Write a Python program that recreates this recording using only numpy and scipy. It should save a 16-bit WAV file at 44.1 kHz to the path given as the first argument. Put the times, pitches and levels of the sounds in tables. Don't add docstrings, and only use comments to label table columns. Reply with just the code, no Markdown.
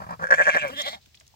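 import sys
import numpy as np
from scipy import signal
from scipy.fft import rfft, irfft, next_fast_len
from scipy.io import wavfile
from scipy.ndimage import uniform_filter1d

SR = 44100
rng = np.random.default_rng(int(sys.argv[2]) if len(sys.argv) > 2 else 0)


def to_wav(sig):
    pcm = np.clip(np.atleast_2d(sig), -1, 1) * 32767
    pcm = np.round(pcm).astype(np.int16)
    wavfile.write(sys.argv[1], SR, pcm.T)


N = 59535


def amp(db):
    return 10 ** (np.asarray(db) / 20)


def unit(x):
    return x / np.sqrt(np.mean(x ** 2) + 1e-20)


def steady(x):
    power = uniform_filter1d(uniform_filter1d(x ** 2, size=740), size=500)
    return x / np.sqrt(np.abs(power) + 1e-4)


def along(points, hz):
    f, v = np.transpose(points)
    return np.interp(np.log(hz + 1), np.log(f + 1), v)


def curves(rows):
    s, *cols = np.transpose(rows)
    return [np.interp(np.arange(N) / SR, s, c) for c in cols]


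def gains(rows):
    t = np.arange(N) / SR
    gate = np.clip(1 + np.minimum(t - rows[0][0], rows[-1][0] - t) / .01, 0, 1)
    return [gate * amp(db) for db in curves(rows)]


def filtered(x, response):
    m = next_fast_len(N + SR // 2)
    return irfft(rfft(x, m) * response(np.fft.rfftfreq(m, 1 / SR)), m)[..., :N]


def noise(colour):
    return unit(filtered(rng.standard_normal(N), lambda hz: amp(along(colour, hz))))


def burst(start_s, rise_s, t60_s):
    t = np.maximum(np.arange(N) / SR - start_s, 0)
    return (1 - np.exp(-t / rise_s)) * amp(-60 * t / t60_s)


def air(hiss_db=-63):
    # time_s, level_db
    rumble_level = [(0, -50), (.7, -67), (.95, -63), (1.35, -63)]
    # frequency_hz, level_db
    rumble_colour = [(25, -32.5), (50, -5.5), (75, 4), (110, -1), (200, -11.5), (400, -29), (900, -36.5)]
    # frequency_hz, level_db
    hiss_colour = [(150, -19), (400, -6), (800, -8.5), (1400, -12), (2500, -6.5), (5000, -5), (7500, -9.5),
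                   (10500, -26.5), (15500, -11.5)]

    def pair(colour, shared):
        return unit(shared * noise(colour) + np.array([noise(colour), noise(colour)]))

    rumble = amp(curves(rumble_level)[0]) * pair(rumble_colour, shared=1.0)
    return rumble + amp(hiss_db) * pair(hiss_colour, shared=0.4)


def snow():
    # start_s, level_db, centre_hz, width_octaves, t60_s
    crunches = [(.107, -47, 7000, 0.92, 0.026), (0.546, -23.5, 413, 1, 0.074), (0.678, -42, 9250, 3, 0.054),
                (0.818, -17, 6300, 0.25, 0.0098), (1.012, -58, 3940, 0.48, 0.19),
                (1.059, -47, 3000, 1.2, 0.026), (1.066, -58, 225.8, 1.4, 0.058),
                (1.144, -45.5, 2800, 0.5, 0.04), (1.15, -45, 4630, 0.653, 0.038),
                (1.172, -42.5, 3600, 0.35, 0.021), (1.199, -48.5, 5500, 0.57, 0.044),
                (1.208, -43, 1880, 1.3, 0.028), (1.21, -61.5, 643, 0.11, 0.13),
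                (1.266, -50, 4550, 1.01, 0.02), (1.278, -41.5, 5970, .5, .012),
                (1.319, -63.5, 833, 0.26, 0.057), (1.34, -53.5, 860, 0.2, 0.028)]
    out = np.zeros((2, N))
    for start, db, centre, octaves, t60 in crunches:
        grit = rng.standard_normal((2, N)) * rng.exponential(size=N)
        grit = unit(filtered(grit, lambda hz: (1 + (np.log2((hz + 1) / centre) / octaves) ** 2 / 2) ** -2))
        out += amp(db) * burst(start, rise_s=.001, t60_s=t60) * grit
    return out


def yard(x, tail_db=-22.5):
    # frequency_hz, t60_s
    decay = [(200, 0.23), (2000, 0.22), (10000, 0.094)]
    # frequency_hz, gain_db
    near_colour = [(200, -18), (1600, -6), (3500, 0.5), (7000, -3.5)]

    def echo(impulse):
        return signal.fftconvolve(x[None], impulse / np.linalg.norm(impulse[0]), axes=1)[:, :N]

    hz, t, spectra = signal.stft(rng.standard_normal((2, SR // 2)), SR, nperseg=256)
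    tail = signal.istft(spectra * amp(-60 * t / along(decay, hz)[:, None]), SR, nperseg=256)[1]
    near = rng.standard_normal(tail.shape) * burst(0.0025, rise_s=0.00026, t60_s=0.021)[:tail.shape[1]]
    return amp(tail_db) * echo(tail) + filtered(echo(near), lambda hz: amp(along(near_colour, hz)))


def grunts(rise_s=0.0024, rasp_db=-1, ring_hz=172, ring_db=-7, squeak_hz=980, squeak_db=-24.5):
    # start_s, relative_level_db
    flaps = [(.001, -31), (.016, -28), (.036, -32), (0.064, -31.5), (.089, -28.5), (0.106, -26.5),
             (0.11, -46.5), (0.122, -27.5), (0.13, -27.5), (0.193, -30.5), (0.211, -30.5), (0.224, -25.5)]
    # frequency_hz, level_db
    rasp_colour = [(150, -43), (250, -27), (387, -12.5), (580, 0), (991, 5), (1830, -3.5), (2160, -23),
                   (2380, -14), (3560, -35.5), (4840, -26), (12000, -49.5), (15600, -70), (22000, -120)]
    t = np.arange(N) / SR
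    rasp_power, ring = np.zeros((2, N))
    for start, db in flaps:
        rasp_power += (amp(db) * burst(start, rise_s, t60_s=0.066)) ** 2
        ring += amp(db) * burst(start, rise_s, t60_s=0.095) * np.sin(2 * np.pi * ring_hz * (t - start))
    rasp = np.sqrt(rasp_power) * noise(rasp_colour)
    squeak = np.exp(-((t - 0.11) / 0.0023) ** 2) * np.sin(2 * np.pi * squeak_hz * t)
    return amp(squeak_db) * squeak + amp(rasp_db) * rasp + amp(ring_db) * ring


def cycles(pitch, start_s):
    turns = np.cumsum(curves(pitch)[0]) / SR
    return turns - np.interp(start_s * SR, np.arange(N), turns)


def folds(turns, jitter_s, shimmer_db, catch_end_s=0, weak_db=-26, strong_db=2):
    # time_s, scatter_factor
    roughness = [(.42, .9), (.47, 1.4), (.57, 1.5), (.62, .4), (.8, .3), (.85, 1.0)]
    cycle = np.arange(np.ceil(turns[0]), turns[-1])
    even_s = np.interp(cycle, turns, np.arange(N) / SR)
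    scatter = rng.standard_normal((len(cycle), 2)) * np.interp(even_s, *np.transpose(roughness))[:, None]
    pulse_s = even_s + jitter_s * scatter[:, 0]
    catch_db = (pulse_s < catch_end_s) * np.where(np.mod(cycle, 3) == 2, weak_db, strong_db)
    size = amp(shimmer_db * scatter[:, 1] + catch_db)
    taps = np.floor(pulse_s * SR)[:, None] + np.arange(-7, 9)
    offset = taps - pulse_s[:, None] * SR
    shape = np.sinc(offset) * np.cos(np.pi * offset / 16) ** 2
    return np.bincount(np.clip(taps, 0, N - 1).astype(int).ravel(), (size[:, None] * shape).ravel(), N)


def throat_ring(x, formants, ratio):
    glide = np.cumsum(ratio) / SR
    out = np.zeros(x.shape)
    for k, (hz, width, db) in enumerate(formants):
        spin = np.exp(2j * np.pi * hz * glide)
        pole = np.exp(-np.pi * width / SR)
        ring = np.real(spin * signal.lfilter([1 - pole], [1, -pole], x * spin.conj()))
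        out += (-1) ** k * amp(db) * ring
    return out


def register(pulses, throat, bands, levels, puff_s=0.0025):
    # time_s, first_band_ratio, second_band_ratio, upper_bands_ratio
    mouth = [(.24, 0.91, 0.96, 1.005), (.35, 1.043, 1.068, 1.014), (.385, 0.99, 1.108, 1.104),
             (.425, 1.05, 1.05, 1.014), (.46, 1.003, 1.08, 1.03), (.51, 1.1, 1.04, 1.046),
             (.55, 1.06, 1.11, 0.97), (.603, 1.04, 1.07, 1.14), (.65, 1.04, 1.02, 0.98),
             (.695, 0.88, 0.92, 1.04), (.72, .92, 0.99, .83), (.755, 1, .9, 1), (.805, 0.97, .99, 1.057),
             (.85, 1.135, 1.18, 1), (.885, 1.01, 1.07, 1.07), (.92, 1.22, 1.14, 1.075)]
    ratios = curves(mouth)
    puffs = signal.lfilter([1], [1, -np.exp(-1 / (puff_s * SR))], pulses) * rng.standard_normal(N)
    out = np.zeros(N)
    for k, ((low_hz, high_hz, db, share), gain) in enumerate(zip(bands, gains(levels))):
        rung = throat_ring(np.array([pulses, puffs]), throat[k], ratios[min(k, 2)])
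        bandpass = signal.butter(2, [low_hz, high_hz], "band", fs=SR, output="sos")
        clean, airy = signal.sosfilt(bandpass, rung)
        blend = np.sqrt(1 - share) * unit(clean) + np.sqrt(share) * unit(airy)
        out += amp(db) * gain * steady(blend)
    return out


def bleat(catch_s=.3052, break_s=.7, bass_db=-3.5):
    # time_s, pitch_hz
    low_pitch = [(.22, 177.8), (.245, 174.4), (.28, 160.7), (.31, 182.5), (.34, 178.6), (.352, 149.8),
                 (.38, 165.5), (.398, 164.2), (.409, 198.6), (.425, 151.5), (.45, 158), (.468, 153.9),
                 (.487, 191), (.515, 148.7), (.56, 168.3), (.6, 152.8), (.635, 146.8), (.69, 130.5)]
    # centre_hz before tuning, width_hz, relative_db
    low_throat = [
        [(561.7, 51, 3), (715, 150, -5.5), (1107, 280, -6.5)],
        [(1380, 33, -15.5), (1600, 220, 12), (1920, 160, -2), (1900, 94, -10.5)],
        [(2214, 180, 5), (2720, 90, -17.5)],
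        [(3276, 200, -0.5), (4360, 99, -7.5), (5560, 380, -3), (6680, 480, -4), (9100, 1600, -15)],
    ]
    # low_hz, high_hz, gain_db, noise_share
    low_bands = [(380, 1230, -1, 0.1), (1310, 1774, -1.5, 0), (1946, 3700, -1.5, 0.5),
                 (3040, 9800, -1.5, 0.96)]
    # time_s, first_db, second_db, third_db, treble_db
    low_levels = [(0.21, -45, -42.5, -69.5, -60), (0.244, -30.5, -20.5, -47.5, -51),
                  (0.258, -37.5, -31.5, -57.5, -64), (0.268, -50, -23, -57, -50.5),
                  (0.28, -51, -39.5, -51.5, -58), (0.298, -34.5, -32.5, -57.5, -61.5),
                  (0.31, -26, -12, -32, -35.5), (0.318, -22, -15.5, -41.5, -50.5),
                  (0.326, -19.5, -7.5, -33.5, -42.5), (0.342, -25, -16.5, -32, -39.5),
                  (0.352, -34.5, -32, -28, -40), (0.366, -55.5, -39.5, -48.5, -50.5),
                  (0.386, -29.5, -17.5, -37, -46), (0.408, -20.5, -12.5, -41, -47.5),
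                  (0.42, -24.5, -14, -26, -38.5), (0.428, -34, -27.5, -28.5, -50),
                  (0.438, -44, -38, -39.5, -40.5), (0.448, -47.5, -32, -33.5, -45.5),
                  (0.474, -22, -13.5, -34, -42), (0.488, -21.5, -15.5, -40, -37.5),
                  (0.498, -22, -16, -21, -40.5), (0.51, -39, -35, -29.5, -46.5),
                  (0.534, -44.5, -25.5, -30.5, -43), (0.55, -26, -22.5, -25.5, -46),
                  (0.568, -23.5, -13.5, -34, -38), (0.578, -26.5, -24, -28.5, -55),
                  (0.588, -43, -31.5, -32.5, -41.5), (0.608, -49, -38, -30.5, -52.5),
                  (0.622, -38, -29.5, -29.5, -46.5), (0.648, -24.5, -28.5, -34.5, -62),
                  (0.678, -36, -42.5, -36, -50), (0.71, -49, -45, -53.5, -62)]
    # time_s, pitch_hz
    high_pitch = [(.7, 244), (.72, 264.8), (.742, 294.3), (.756, 261.7), (.78, 296.9), (.803, 299.1),
                  (.83, 212), (.848, 232.4), (.865, 277.9), (.885, 293.2), (.908, 205.7), (.925, 208),
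                  (.942, 245.6), (.97, 195.5)]
    # centre_hz before tuning, width_hz, relative_db
    high_throat = [
        [(605, 140, -1), (760, 93, -13), (1105, 70, -16.5), (1490, 99, -5)],
        [(1917, 194, 0)],
        [(3150, 450, -1), (3530, 170, 1.5)],
        [(3970, 250, 0)],
        [(5070, 790, 2), (7000, 230, -0.5), (8080, 260, -7.5), (10020, 440, -10), (13400, 900, -10.5)],
    ]
    # low_hz, high_hz, gain_db, noise_share
    high_bands = [(467, 1350, 0, 0.13), (1480, 2220, 0, 0.11), (2750, 3700, 0, 0.069),
                  (3800, 5300, 0, 0.21), (4700, 17000, 0.00083, 0.13)]
    # time_s, first_db, second_db, third_db, fourth_db, treble_db
    high_levels = [(0.699, -35.5, -58, -51, -56, -55), (0.714, -51, -55, -52, -66, -57),
                   (0.735, -40.5, -46, -45, -59, -56.5), (0.751, -59, -48.5, -46, -58, -66),
                   (0.773, -47, -43, -36, -56, -49.5), (0.806, -34.5, -32.5, -31, -41.5, -42.5),
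                   (0.817, -41, -45, -32.5, -58, -41.5), (0.831, -50, -46, -46, -42.5, -50.5),
                   (0.846, -46, -39, -42, -47.5, -55), (0.857, -38.5, -38.5, -35, -41.5, -44.5),
                   (0.874, -32.5, -36.5, -32.5, -41, -47), (0.89, -36, -36.5, -36.5, -44.5, -41.5),
                   (0.9, -48, -47.5, -46.5, -45, -51.5), (0.918, -54, -47, -52, -48, -49.5),
                   (0.934, -37, -46.5, -43, -48.5, -53), (0.949, -45.5, -46, -46, -57, -53.5),
                   (0.964, -49.5, -68, -65, -65, -64), (0.98, -56, -73, -66, -67, -81)]
    # time_s, relative_level_db
    chest_level = [(0.2, -62.5), (0.238, -44), (0.284, -61), (0.312, -49), (0.334, -45), (0.366, -48.5),
                   (0.416, -44), (0.446, -56.5), (0.486, -42), (0.522, -56.5), (0.552, -36.5), (0.598, -58),
                   (0.646, -40.5), (0.688, -52), (0.73, -43.5), (0.828, -57.5), (0.966, -58), (0.99, -74)]
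    # frequency_hz, level_db
    chest_colour = [(30, -25.5), (80, -0.5), (130, -4), (250, -4.5), (400, -14), (800, -32.5)]
    low_turns, high_turns = cycles(low_pitch, catch_s), cycles(high_pitch, break_s)
    low_pulses = folds(low_turns, jitter_s=.00015, shimmer_db=2.25, catch_end_s=.362)
    voice = register(low_pulses, low_throat, low_bands, low_levels)
    high_pulses = folds(high_turns, jitter_s=.00003, shimmer_db=1.9)
    voice += register(high_pulses, high_throat, high_bands, high_levels)
    broken = np.clip((np.arange(N) / SR - break_s) / 0.015 + .5, 0, 1)
    fundamental = (1 - broken) * np.sin(2 * np.pi * low_turns) + broken * np.sin(2 * np.pi * high_turns)
    bass = unit(fundamental) + noise(chest_colour)
    return voice + amp(bass_db) * gains(chest_level)[0] * bass


def scene():
    # frequency_hz, lead_s
    lead = [(200, 0.00059), (580, 0.00044), (1650, 0.00039), (2350, 0.00048), (3400, 0.000472),
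            (6000, 0.000428), (12000, 0.000309)]
    # frequency_hz, left_minus_right_db
    balance = [(180, -0.5), (380, 4.5), (700, 3.5), (1300, 0.6), (2400, -1.4), (4400, -4), (15000, 0)]
    side = np.array([[.5], [-.5]])

    def direction(hz):
        return amp(side * along(balance, hz)) * np.exp(2j * np.pi * hz * side * along(lead, hz))

    sheep = bleat() + grunts()
    return filtered(sheep, direction) + yard(sheep) + snow() + air()


def record(dry, top_hz=15850):
    return filtered(dry, lambda hz: hz < top_hz)


dry = scene()
out = record(dry)
to_wav(out)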